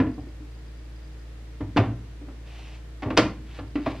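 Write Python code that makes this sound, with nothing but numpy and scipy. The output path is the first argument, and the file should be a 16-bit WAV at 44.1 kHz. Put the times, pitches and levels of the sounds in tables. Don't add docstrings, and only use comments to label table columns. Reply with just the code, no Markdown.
import sys
import numpy as np
from scipy import signal
from scipy.fft import rfft, irfft
from scipy.io import wavfile
from scipy.ndimage import uniform_filter1d

SR = 44100
rng = np.random.default_rng(int(sys.argv[2]) if len(sys.argv) > 2 else 0)


def persist_wave(psi):
    counts = np.round(np.clip(psi, -1, 1) * 32767).astype(np.int16)
    wavfile.write(sys.argv[1], SR, np.atleast_2d(counts).T)


N = 176400

# freq_hz, rms_db
HUM_TONES = [(56.6, -40), (113.2, -53), (143.5, -61), (148, -64), (313, -59.5), (452.5, -67), (1825, -75),
             (13001, -90)]
# freq_hz, density_db
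AIR_SPECTRUM = [(20, -8), (70, -1), (130, 0), (200, -3), (300, -3), (420, -6), (550, -9), (750, -13),
                (1100, -15.5), (2000, -16), (2600, -19), (4300, -23), (6000, -27.5), (9000, -33),
                (13500, -40), (15500, -54)]
# freq_hz, side_to_mid_db
AIR_WIDTH = [(60, -46.5), (180, -8.5), (550, -2.5), (1650, -2.5), (4970, 0.5), (15000, 3)]
# start_s, end_s
TICK_SPELLS = [(.1, 1.22), (3.66, 5.7)]
# freq_hz, gain_db
ROOM_SPECTRUM = [(60, -8), (150, -6.5), (300, -3), (600, -1.5), (3000, -4.5), (10000, -6)]
# freq_hz, t60_s
ROOM_DECAY = [(80, 0.92), (250, 0.37), (600, 0.29), (1500, 0.34), (4000, 0.29), (12000, 0.27)]
# freq_hz, side_gain_db
SIDE_GAIN = [(100, -58), (300, -27.5), (1000, -21), (2200, -18.5), (4200, -8.5), (8000, 5.5)]
# time_s, level_db
SLEEVE_ENVELOPE = [(2.44, -68), (2.47, -54.5), (2.59, -52), (2.755, -54.5), (2.8, -67)]
# freq_hz, density_db
CLOTH_SPECTRUM = [(300, -16), (650, -1.5), (1200, -10), (2200, -5.5), (2700, -0.5), (3400, -8),
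                  (6000, -18.5), (12000, -41)]
# start_s, length_s, crest_db
CARTON_SLIDES = [(3.415, 0.19, -49.5), (3.759, 0.17, -46), (3.874, 0.16, -48.5)]
# freq_hz, density_db
SCRAPE_SPECTRUM = [(100, -10), (400, -6.5), (800, -2.5), (1300, -5.5), (2400, -1.5), (4500, -10),
                   (7000, -25), (14000, -41)]
# freq_hz, level_db, t60_s
FLOOR_MODES = [(83.1, -17.5, 0.6), (104.5, 4, 0.19), (114.34, -2, 0.26), (132.8, -9.5, 0.29)]
# freq_hz, level_db, t60_s
WALL_MODES = [(262.6, -13, 0.46), (316.6, -2.5, 0.29), (392, -5.5, 0.26), (484.7, -7, 0.2),
              (607.7, -5.5, 0.16), (683, -14.5, 0.27), (781, -8, 0.16), (886, -10.5, 0.17),
              (1042, -10, 0.21), (1105, -5.5, 0.16), (1184, -4, 0.09), (1366, -12.5, 0.19),
              (1498, -12.5, 0.11), (2350, -16, 0.074)]
# freq_hz, density_db
RATTLE_SPECTRUM = [(60, -22.5), (190, -5.5), (350, -2), (650, 1.5), (1100, -4.5), (1500, -4), (2600, -2),
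                   (3800, -6), (4900, -8.5), (6000, -16), (9500, -25), (15000, -44)]
# freq_hz, t60_s
RATTLE_DECAY = [(150, 0.49), (500, 0.1), (1500, 0.092), (4000, 0.068), (12000, 0.17)]
# freq_hz, density_db
CRACK_SPECTRUM = [(500, -2), (4800, -4), (7500, -13)]
# start_s, rattle_db, hardness_hz, boom_db, panel_hz, panel_db
CARTON_BLOWS = [(3.022, -39, 2500, -43, 774, -31), (3.030, -35, 2050, -57, 292, -25),
                (3.056, -33.5, 705, -20.5, 279, -25), (3.080, -40, 990, -41, 269.6, -19),
                (3.103, -29.5, 1650, -39, 268, -22.5), (3.169, -27, 3000, -39, 393, -27),
                (3.1743, -15.5, 4600, -26.5, 1115, -12.5), (3.181, -20.5, 2580, -33.5, 487, -12),
                (3.189, -28.5, 1600, -20.5, 306.6, -8.5), (3.587, -38.5, 1690, -39, 625, -54),
                (3.608, -62, 834, -30.5, 286, -29), (3.755, -35.5, 2120, -39, 298.6, -14),
                (3.783, -51, 1510, -52.5, 296, -24), (3.861, -30, 1680, -46, 987, -25.5),
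                (3.866, -35, 2200, -23.5, 654, -17.5), (3.870, -37, 820, -35.5, 274, -18.5)]
# start_s, rattle_db, hardness_hz, boom_db, panel_hz, panel_db
LIME_BLOWS = [(0.0, -27.5, 1447, -16, 265.7, -9), (.022, -40, 1200, -28, 309, -15),
              (.066, -42, 966, -46, 265.8, -19), (0.177, -45, 650, -34, 293, -26.5),
              (0.27, -56, 450, -43, 325, -35.5), (0.404, -64, 490, -65, 294, -34.5),
              (1.606, -37.5, 1110, -31, 299, -21.5), (1.619, -43.5, 400, -26, 255, -26.5),
              (1.762, -27, 1400, -42, 286, -9.5), (1.769, -22.5, 2530, -23.5, 419, -17.5),
              (1.775, -25.5, 2180, -22, 681, -13), (1.786, -25.5, 664, -13.5, 306, -15),
              (1.835, -36, 1000, -47, 318.4, -22.5), (1.900, -48, 500, -35, 269, -30),
              (2.215, -49.5, 450, -60, 296, -31.5), (2.283, -46.5, 750, -56, 295, -33)]


def amp(db):
    return 10 ** (np.asarray(db) / 20)


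def unit(x):
    return x / np.sqrt(np.mean(x ** 2) + 1e-20)


def lookup(table, hz):
    freq_hz, value = np.transpose(table)
    return np.interp(np.log(hz + 1), np.log(freq_hz + 1), value)


def add(mix, start_s, sound):
    part = mix[max(round(start_s * SR), 0):][:len(sound)]
    part += sound[:len(part)]


def colour(x, spectrum):
    return irfft(rfft(x) * amp(lookup(spectrum, np.fft.rfftfreq(len(x), 1 / SR))), len(x))


def noise(count, spectrum):
    return unit(colour(rng.standard_normal(count), spectrum))


def decay(x, t60_table):
    hz, t, bands = signal.stft(x, SR, nperseg=256)
    bands = bands * amp(-60 * t / lookup(t60_table, hz)[:, None])
    return signal.istft(bands, SR, nperseg=256)[1][:len(x)]


def ring(modes, t, step_rad=0):
    return sum(amp(db - 60 * t / t60_s) * np.sin(2 * np.pi * hz * t + k * step_rad)
               for k, (hz, db, t60_s) in enumerate(modes))


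def compressor_hum(waver_rad=0.05):
    t = np.arange(N) / SR
    knots_s = np.linspace(0, N / SR, num=24)
    hum = np.zeros(N)
    for hz, db in HUM_TONES:
        drift = np.interp(t, knots_s, rng.standard_normal(len(knots_s)))
        drift_rad = waver_rad * np.sqrt(hz / HUM_TONES[0][0]) * drift
        hum += amp(db) * np.sqrt(2) * np.sin(2 * np.pi * hz * t + drift_rad)
    return hum


def air(mid_rms_db=-53):
    mid, side = (amp(mid_rms_db) * noise(N, AIR_SPECTRUM) for _ in range(2))
    return mid, colour(side, AIR_WIDTH)


def ticks(pitch_hz=4830, length_s=0.005, peak_db=-53.5, rate_per_s=24):
    t, tick_t = np.arange(N) / SR, np.arange(0, length_s, 1 / SR)
    active = sum((t > start_s) & (t < end_s) for start_s, end_s in TICK_SPELLS)
    pulses = (rng.random(N) < rate_per_s / SR) * rng.uniform(0.49, 1, N) * active
    tick = np.hanning(len(tick_t)) * np.sin(2 * np.pi * pitch_hz * tick_t)
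    return amp(peak_db) * signal.fftconvolve(pulses, tick)[:N]


def kitchen_reverb(x, rise_s=0.003):
    t = np.arange(SR // 2) / SR
    tail = decay(colour(rng.standard_normal(len(t)), ROOM_SPECTRUM), ROOM_DECAY)
    tail *= 1 - np.exp(-(t / rise_s) ** 2)
    return signal.fftconvolve(x, tail / np.linalg.norm(tail))[:N]


def sleeve(slips_per_s=6600, clump_db=0.2):
    t = np.arange(N) / SR
    slips = rng.standard_normal(N) * (rng.random(N) < slips_per_s / SR)
    clumps = unit(uniform_filter1d(rng.standard_normal(N), size=600))
    level_db = np.interp(t, *np.transpose(SLEEVE_ENVELOPE), left=-np.inf, right=-np.inf)
    return amp(level_db + clump_db * clumps) * unit(colour(slips, CLOTH_SPECTRUM))


def carton_slide(length_s, crest_db, crest_share=0.94, slips_per_s=3400):
    count = int(length_s * SR)
    slips = rng.standard_normal(count) * (rng.random(count) < slips_per_s / SR)
    swell = np.interp(np.linspace(0, 1, count), [0, crest_share, 1], [0, 1, 0])
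    return amp(crest_db) * swell * unit(colour(slips, SCRAPE_SPECTRUM))


def floor_boom(t, rise_s=0.012):
    return ring(FLOOR_MODES, t) * (1 - np.exp(-(t / rise_s) ** 2))


def panel_knock(t, pitch_hz, level_db, rise_s=0.002, flat_share=0.022, settle_s=0.0077):
    bent_t = t - flat_share * settle_s * (1 - np.exp(-t / settle_s))
    t60_s = 0.1 * np.sqrt(WALL_MODES[1][0] / pitch_hz)
    return ring([(pitch_hz, level_db, t60_s)], bent_t) * (1 - np.exp(-t / rise_s))


def wall_rattle(t, hardness_hz, ring_db, crack_db=5.5, crack_s=0.0016, press_cycles=2.33):
    crowd = decay(noise(len(t), RATTLE_SPECTRUM), RATTLE_DECAY)
    crack = amp(crack_db) * np.exp(-t / crack_s) * noise(len(t), CRACK_SPECTRUM)
    modes = amp(ring_db) * ring(WALL_MODES, t, step_rad=np.pi)
    press = 1 - np.exp(-t * hardness_hz / press_cycles)
    lowpass = signal.butter(2, hardness_hz, fs=SR)
    walls = signal.lfilter(*lowpass, press * (crack + crowd + modes))
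    return walls / np.std(walls[:SR // 50])


def blow(rattle_db, hardness_hz, boom_db, panel_hz, panel_db, ring_db):
    t = np.arange(SR * 2 // 5) / SR
    walls = amp(rattle_db) * wall_rattle(t, hardness_hz, ring_db)
    return walls + panel_knock(t, panel_hz, panel_db) + amp(boom_db) * floor_boom(t)


def scene(room_db=-8.5):
    sounds = [(start_s, blow(*contact, ring_db=-14.5)) for start_s, *contact in LIME_BLOWS]
    sounds += [(start_s, blow(*contact, ring_db=-8)) for start_s, *contact in CARTON_BLOWS]
    sounds += [(start_s, carton_slide(*slide)) for start_s, *slide in CARTON_SLIDES]
    sounds.append((0.0012, sleeve()))
    direct, room = np.zeros((2, N))
    for start_s, sound in sounds:
        add(direct, start_s, sound)
        add(room, start_s, kitchen_reverb(sound))
    hum = compressor_hum()
    air_mid, air_side = air()
    mid = direct + amp(room_db) * room + hum + air_mid + ticks()
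    spread = 0.76 * signal.hilbert(direct).imag + 0.5 * kitchen_reverb(direct)
    side = colour(spread, SIDE_GAIN) + air_side
    return np.array([mid + side, mid - side])


def record(dry, cutoff_hz=15600):
    lowpass = signal.firwin(511, cutoff_hz, window=("kaiser", 9), fs=SR)
    return signal.oaconvolve(dry, lowpass[None], "same")


dry = scene()
out = record(dry)
persist_wave(out)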